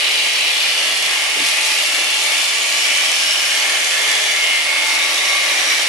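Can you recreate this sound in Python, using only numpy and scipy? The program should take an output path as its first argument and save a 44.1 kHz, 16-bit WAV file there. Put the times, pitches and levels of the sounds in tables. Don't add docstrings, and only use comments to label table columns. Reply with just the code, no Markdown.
import sys
import numpy as np
from scipy import signal
from scipy.fft import rfft, irfft
from scipy.io import wavfile

SR = 44100
rng = np.random.default_rng(int(sys.argv[2]) if len(sys.argv) > 2 else 0)


def put_to_file(sound):
    columns = np.atleast_2d(sound).T
    safe = np.clip(columns, -1, 1)
    whole_steps = np.round(safe * 32767)
    wavfile.write(sys.argv[1], SR, whole_steps.astype(np.int16))


N = 259308
T = np.arange(N) / SR
FREQ = np.fft.rfftfreq(N, 1 / SR) + 1e-3
GEAR_RATIO = 10.5
CLEAR_S, CLEAR_FADE_S = 4.82, 0.12

# time in seconds, speed in turns per second.
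MOTOR_SPEED = [(0, 437), (.2, 434.8), (.7, 422.7), (1.0, 422.3), (1.3, 435), (1.6, 436.8), (2.0, 429.6),
               (2.45, 442), (2.8, 446.3), (3.6, 429.6), (4.2, 423.6), (5.0, 442.6), (5.4, 445.8),
               (5.88, 437.6)]
# position in turns, relative level in dB.
CUTTER_SLAPS = [(.04, -8), (0.289, -5.5), (0.532, -9), (0.813, -3)]
# time in seconds, facing in dB (scaled per source).
HEAD_FACING = [(0, -8.5), (.8, -2), (1.2, 2), (1.6, 4), (2.3, 0), (3.3, 4), (3.7, 7.5), (4.8, 10.5),
               (5.45, 11.5), (5.88, 13)]
# time in seconds, relative level in dB.
CUTTING_LEVEL = [(0.0, -28), (1.42, -25), (1.46, -21.5), (1.6, -25.5), (1.64, -22), (2.18, -24.5),
                 (2.24, -22), (2.59, -25), (2.83, -24.5), (4.17, -25), (4.83, -26.5), (4.95, -23),
                 (4.96, -26), (5.88, -25.5)]
# frequency in Hz, relative density in dB.
HISS_SPECTRUM = [(50, -64), (300, -27), (1400, -20.5), (2500, 4), (3600, -1.5), (4300, 5), (5700, -1.74),
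                 (7500, -4), (10400, -4), (11800, -9.5), (12600, -31)]


def blade_hiss(crank, slap_limit_rms=3.7):
    # frequency in Hz, width in Hz, relative level in dB.
    comb_modes = [(3520, 190, 6), (4630, 290, 4.5), (5380, 360, 7.5), (6770, 73, -2.5), (8470, 150, -11)]
    cutting_db = curve(CUTTING_LEVEL)
    bite = undb(3 + 1.5 * (cutting_db - cutting_db.mean()))
    slaps = knocks(crank, CUTTER_SLAPS, decay_turns=0.045, scatter_db=3.5, jitter_turns=0.0066,
                   rise_turns=0.027)
    force = (bite * slaps + noise()) / np.sqrt(1 + bite ** 2)
    force = unit(np.tanh(force / slap_limit_rms))
    comb = unit(sum(undb(db) * ring(force, [(hz, width_hz, 0)]) for hz, width_hz, db in comb_modes))
    return undb(cutting_db + 4) * unit(colour(force, HISS_SPECTRUM) + undb(-8) * comb)


def steel_ring(crank, fade_s=0.059):
    # start and end in seconds, low ring in Hz, its level in dB, high ring in Hz, its level in dB.
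    strokes = [(-.2, 0.7, 2520, -29, 3780, -31.5), (-.2, 1.0, 2950, -30, 4400, -31),
               (1.387, 1.844, 2470, -30.5, 4620, -43), (2.15, 3.055, 2370, -31.5, 6850, -33),
               (2.736, 3.597, 2910, -28.5, 5400, -29), (3.435, 4.358, 1776, -31, 6360, -32),
               (4.86, 6.1, 3750, -29.5, 5550, -32), (5.495, 5.758, 1930, -32.5, 5600, -32.5)]
    steel = np.zeros(N)
    for start_s, end_s, low_hz, low_db, high_hz, high_db in strokes:
        pressed = ramp(start_s, fade_s) - ramp(end_s, fade_s)
        slaps = knocks(crank, CUTTER_SLAPS, decay_turns=0.051, scatter_db=2.5, jitter_turns=0.005)
        steel += undb(low_db) * pressed * ring(slaps, [(low_hz, 0.1 * low_hz, 0)])
        steel += undb(high_db) * pressed * ring(slaps, [(high_hz, 0.11 * high_hz, 0)])
    return steel


def snag_chatter(crank, width_hz=140):
    # centre in seconds, half width in seconds, level in dB, ring in Hz.
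    snags = [(.46, .03, -25.5, 2960), (.6, .05, -26, 2960), (3.06, .04, -28, 3040), (3.31, .06, -26, 3000),
             (3.92, .035, -26, 3000), (4.437, .025, -21.5, 2990), (4.51, .055, -21, 2890),
             (4.61, .04, -26, 2930)]
    strikes = np.diff(np.floor(2 * crank), prepend=0)
    return sum(undb(db) * swell(centre_s, half_width_s) * ring(strikes, [(hz, width_hz, 0)])
               for centre_s, half_width_s, db, hz in snags)


def gear_whine(crank, flutter_db=2.0, flutter_hz=22):
    # time in seconds, level in dB.
    mesh_level = [(0, -38), (.3, -29), (.55, -38), (2.1, -34), (2.33, -27), (2.44, -33), (2.6, -27),
                  (2.76, -34), (2.9, -27.5), (3.05, -38), (3.5, -32), (3.62, -24.5), (3.93, -29),
                  (4.02, -24), (4.2, -27.5), (4.35, -25.5), (4.43, -18.5), (4.49, -25.5), (4.55, -21),
                  (4.63, -32), (4.72, -19.5), (4.88, -29), (5.05, -26), (5.2, -31), (5.38, -24), (5.5, -31),
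                  (5.6, -29), (5.78, -37)]
    lower_level = [(0, -41), (.22, -38), (.4, -43), (1.2, -32.5), (1.7, -52), (2.2, -49), (2.8, -51),
                   (3.2, -59), (4.55, -26), (4.75, -30), (4.92, -20.5), (5.14, -37), (5.3, -22.5),
                   (5.7, -33)]
    upper_level = [(0, -36), (1.2, -43), (1.6, -47), (2.4, -36), (3, -32), (4.24, -46), (4.37, -29),
                   (4.55, -28), (4.72, -27), (4.85, -33), (5.05, -27), (5.25, -40), (5.7, -31)]
    mesh = 5 * GEAR_RATIO * crank
    parts = ((mesh, mesh_level), (mesh - 2 * crank, lower_level), (mesh + 2 * crank, upper_level))
    return sum(tone(turns, curve(level) + flutter_db * walk(flutter_hz)) for turns, level in parts)


def gear_case(crank, teeth_points=256):
    # position in turns, relative level in dB.
    reversals = [(0.021, -1.5), (.48, -6)]
    # frequency in Hz, width in Hz, gain in dB.
    case_modes = [(1778, 480, -9), (2105, 350, -2.5), (2390, 350, -3.5)]
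    flaws = rng.standard_normal(teeth_points)
    teeth = unit(np.interp(crank % 1, np.linspace(0, 1, teeth_points), flaws))
    backlash = knocks(crank, reversals, decay_turns=0.25, scatter_db=3.5, jitter_turns=0.044)
    sliding = undb(-3) * noise()
    case = unit(ring(backlash + sliding, case_modes) + undb(-6) * ring(teeth, case_modes))
    return undb(-24 + 0.14 * curve(HEAD_FACING)) * case


def fork(crank):
    # frequency in Hz, width in Hz, gain in dB.
    fork_modes = [(2743, 420, -3), (2980, 270, 2), (3400, 420, -5)]
    slaps = knocks(crank, CUTTER_SLAPS, decay_turns=0.11, scatter_db=2.5, jitter_turns=0.012)
    sliding = undb(-1) * noise()
    return undb(-21.5 - 0.19 * curve(HEAD_FACING)) * ring(slaps + sliding, fork_modes)


def motor_hum(crank):
    # time in seconds, level in dB.
    hum_level = [(0, -47), (.4, -48), (.62, -53), (.9, -48), (1.15, -54), (1.5, -53), (1.95, -53),
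                 (2.35, -58), (2.55, -46), (2.9, -49), (3.15, -64), (3.7, -50), (4, -47), (4.35, -45),
                 (4.55, -57), (5.3, -56), (5.88, -52)]
    octave_level = [(0, -44), (1.05, -50), (1.35, -39), (1.68, -38), (1.93, -52), (2.18, -38.5),
                    (2.42, -48), (2.8, -42), (3.25, -49), (4.42, -46), (4.62, -46), (4.88, -34.5),
                    (5.15, -46), (5.45, -65), (5.75, -47)]
    shaft = GEAR_RATIO * crank
    return tone(shaft, curve(hum_level)) + tone(2 * shaft, curve(octave_level))


def drive_tones(crank, waver_db=2.5, waver_hz=2.49):
    # crank harmonic, resonance in Hz, width in Hz, relative level at resonance in dB.
    resonant_tones = [(27, 1144, 14, -41), (84, 3392, 38, -29.5)]
    # crank harmonic, relative level in dB.
    faint_tones = [(6, -66), (7, -56), (8, -54.5), (13, -48.5), (14, -56.5), (25, -51), (29, -48),
                   (33, -44), (35, -47), (38, -47.5), (57, -37), (62, -52)]
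    crank_hz = curve(MOTOR_SPEED) / GEAR_RATIO
    resonant = sum(tone(k * crank, db) / np.hypot(1, 2 * (k * crank_hz - hz) / width_hz)
                   for k, hz, width_hz, db in resonant_tones)
    faint = sum(tone(k * crank, db + waver_db * walk(waver_hz)) for k, db in faint_tones)
    faint_db = -2.5 + 4 * ramp(CLEAR_S, CLEAR_FADE_S)
    return undb(0.46 * curve(HEAD_FACING)) * resonant + undb(faint_db) * faint


def fan(flutter_db=1.17, flutter_hz=14):
    # frequency in Hz, relative density in dB.
    air_spectrum = [(25, -62), (60, -37), (110, -35), (150, -28.5), (200, -31.5), (280, -9), (480, -2),
                    (600, -3.5), (850, 0.5), (980, -1.5), (1400, 0), (1550, -27), (1800, 7.5), (12000, -27)]
    # frequency in Hz, width in Hz, gain in dB.
    duct_modes = [(303, 63, -16.5), (605, 58, -1), (770, 150, -4.5), (1140, 94, -3.5), (1690, 38, 1)]
    air = colour(noise(), air_spectrum) + undb(-4) * ring(noise(), duct_modes)
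    level_db = -29.6 + 0.1531 * curve(HEAD_FACING) + 1.15 * ramp(CLEAR_S, CLEAR_FADE_S)
    return undb(level_db + flutter_db * walk(flutter_hz)) * air


def table_bumps(rise_s=0.0045):
    # start in seconds, relative level in dB, decay in seconds, boom in Hz, width in Hz.
    bumps = [(1.036, -41.5, 0.017, 222, 79.6), (1.359, -32, 0.033, 327, 260),
             (1.394, -29.5, 0.025, 265, 109), (1.385, -49, 0.065, 122, 50), (1.975, -35, 0.049, 343, 260),
             (2.18, -55, 0.09, 125, 50), (3.44, -46, 0.024, 250, 200)]
    out, t = np.zeros(N), T[:SR // 2]
    for start_s, db, decay_s, hz, width_hz in bumps:
        push = np.minimum(t / rise_s, 1) * np.exp(-t / decay_s) * rng.standard_normal(len(t))
        mode = [(hz, width_hz, 0)]
        boom = resonate(resonate(push, mode), mode)
        start = int(start_s * SR)
        out[start:start + len(t)] += undb(db) * np.sqrt(decay_s) * unit(boom)
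    return out


def scattered_hiss():
    return undb(curve(CUTTING_LEVEL)) * np.array([colour(noise(), HISS_SPECTRUM) for _ in range(2)])


def barn(x, t60_s=0.62, early_s=0.0078, drift_hz=4.5, path_count=5):
    t = T[:SR // 2]
    running = np.concatenate([x[len(t) - 1:0:-1], x])
    shape = (path_count, len(t))
    sides = []
    for _ in range(2):
        early = unit(rng.standard_normal(shape) * np.exp(-t / early_s) * (t > .001))
        tail = unit(rng.standard_normal(shape) * undb(-60 * t / t60_s) * (t > .012))
        responses = unit(undb(-1) * early + tail) / np.sqrt(len(t))
        shares = np.array([walk(drift_hz) for _ in range(path_count)])
        paths = signal.fftconvolve(running[None], responses, "valid", axes=1)
        sides.append(np.sum(shares * paths, axis=0) / np.linalg.norm(shares, axis=0))
    return np.array(sides)


def knocks(crank, pattern, decay_turns, scatter_db, jitter_turns, rise_turns=0.022):
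    turns = np.arange(-2, int(crank[-1]) + 3)
    force = np.zeros(N)
    for angle, db in pattern:
        chance = rng.standard_normal((len(turns), 2))
        hits = np.sort(turns + angle + jitter_turns * chance[:, 0])
        size = undb(db + scatter_db * chance[:, 1])
        coming = np.searchsorted(hits, crank)
        force += size[coming - 1] * np.exp((hits[coming - 1] - crank) / decay_turns)
        force += size[coming] * np.exp((crank - hits[coming]) / rise_turns)
    return unit(force * noise())


def resonate(x, modes):
    ringing = sum((-1) ** k * undb(db) * signal.lfilter(*signal.iirpeak(hz, hz / width_hz, fs=SR), x)
                  for k, (hz, width_hz, db) in enumerate(modes))
    low_cut = signal.butter(4, modes[0][0] / 2, "highpass", fs=SR, output="sos")
    return signal.sosfilt(low_cut, ringing)


def ring(x, modes):
    return unit(resonate(x, modes))


def colour(x, spectrum):
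    hz, db = np.transpose(spectrum)
    gain = undb(np.interp(np.log(FREQ), np.log(hz), db))
    return unit(irfft(rfft(x) * gain, N))


def tone(turns, rms_db):
    return np.sqrt(2) * undb(rms_db) * np.sin(2 * np.pi * (turns + rng.random()))


def noise():
    return rng.standard_normal(N)


def walk(rate_hz):
    times = (np.arange(int(T[-1] * rate_hz) + 3) - rng.random()) / rate_hz
    return unit(np.interp(T, times, rng.standard_normal(len(times))))


def curve(rows):
    return np.interp(T, *np.transpose(rows))


def ramp(centre_s, fade_s):
    return np.clip((T - centre_s) / fade_s + .5, 0, 1)


def swell(centre_s, half_width_s):
    return np.clip(1 - ((T - centre_s) / half_width_s) ** 2 * (1 - np.sqrt(.5)), 0, 1) ** 2


def pan(x, right_db):
    return x * undb(np.array([[-right_db], [right_db]]) / 2)


def delay_left(x, lag_s):
    return np.array([np.interp(T - lag_s, T, x), x])


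def undb(db):
    return np.exp(np.asarray(db) * np.log(10) / 20)


def unit(x):
    return x / np.sqrt(np.mean(x ** 2))


def scene():
    crank = np.cumsum(curve(MOTOR_SPEED)) / SR / GEAR_RATIO
    thuds = table_bumps()
    whine = motor_hum(crank) + drive_tones(crank) + undb(-1) * gear_whine(crank)
    clatter = gear_case(crank) + fork(crank)
    hiss = undb(-5) * blade_hiss(crank)
    steel = steel_ring(crank)
    chatter = snag_chatter(crank)
    centre = hiss + undb(-2.5) * steel + undb(-9) * clatter
    right = pan(undb(-2.5) * (fan() + thuds), right_db=5) + delay_left(whine + chatter, lag_s=.00008)
    echo = barn(hiss + undb(2.5) * steel + undb(-0.5) * clatter
                + undb(-10) * chatter + undb(-14) * whine + undb(-8) * thuds)
    fan_echo = undb(-4.5) * np.array([fan(), fan()])
    return centre + right + echo + fan_echo + scattered_hiss()


def record(dry, top_hz=12500):
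    return signal.sosfilt(signal.ellip(10, .2, 80, top_hz, fs=SR, output="sos"), dry)


dry = scene()
out = record(dry)
put_to_file(out)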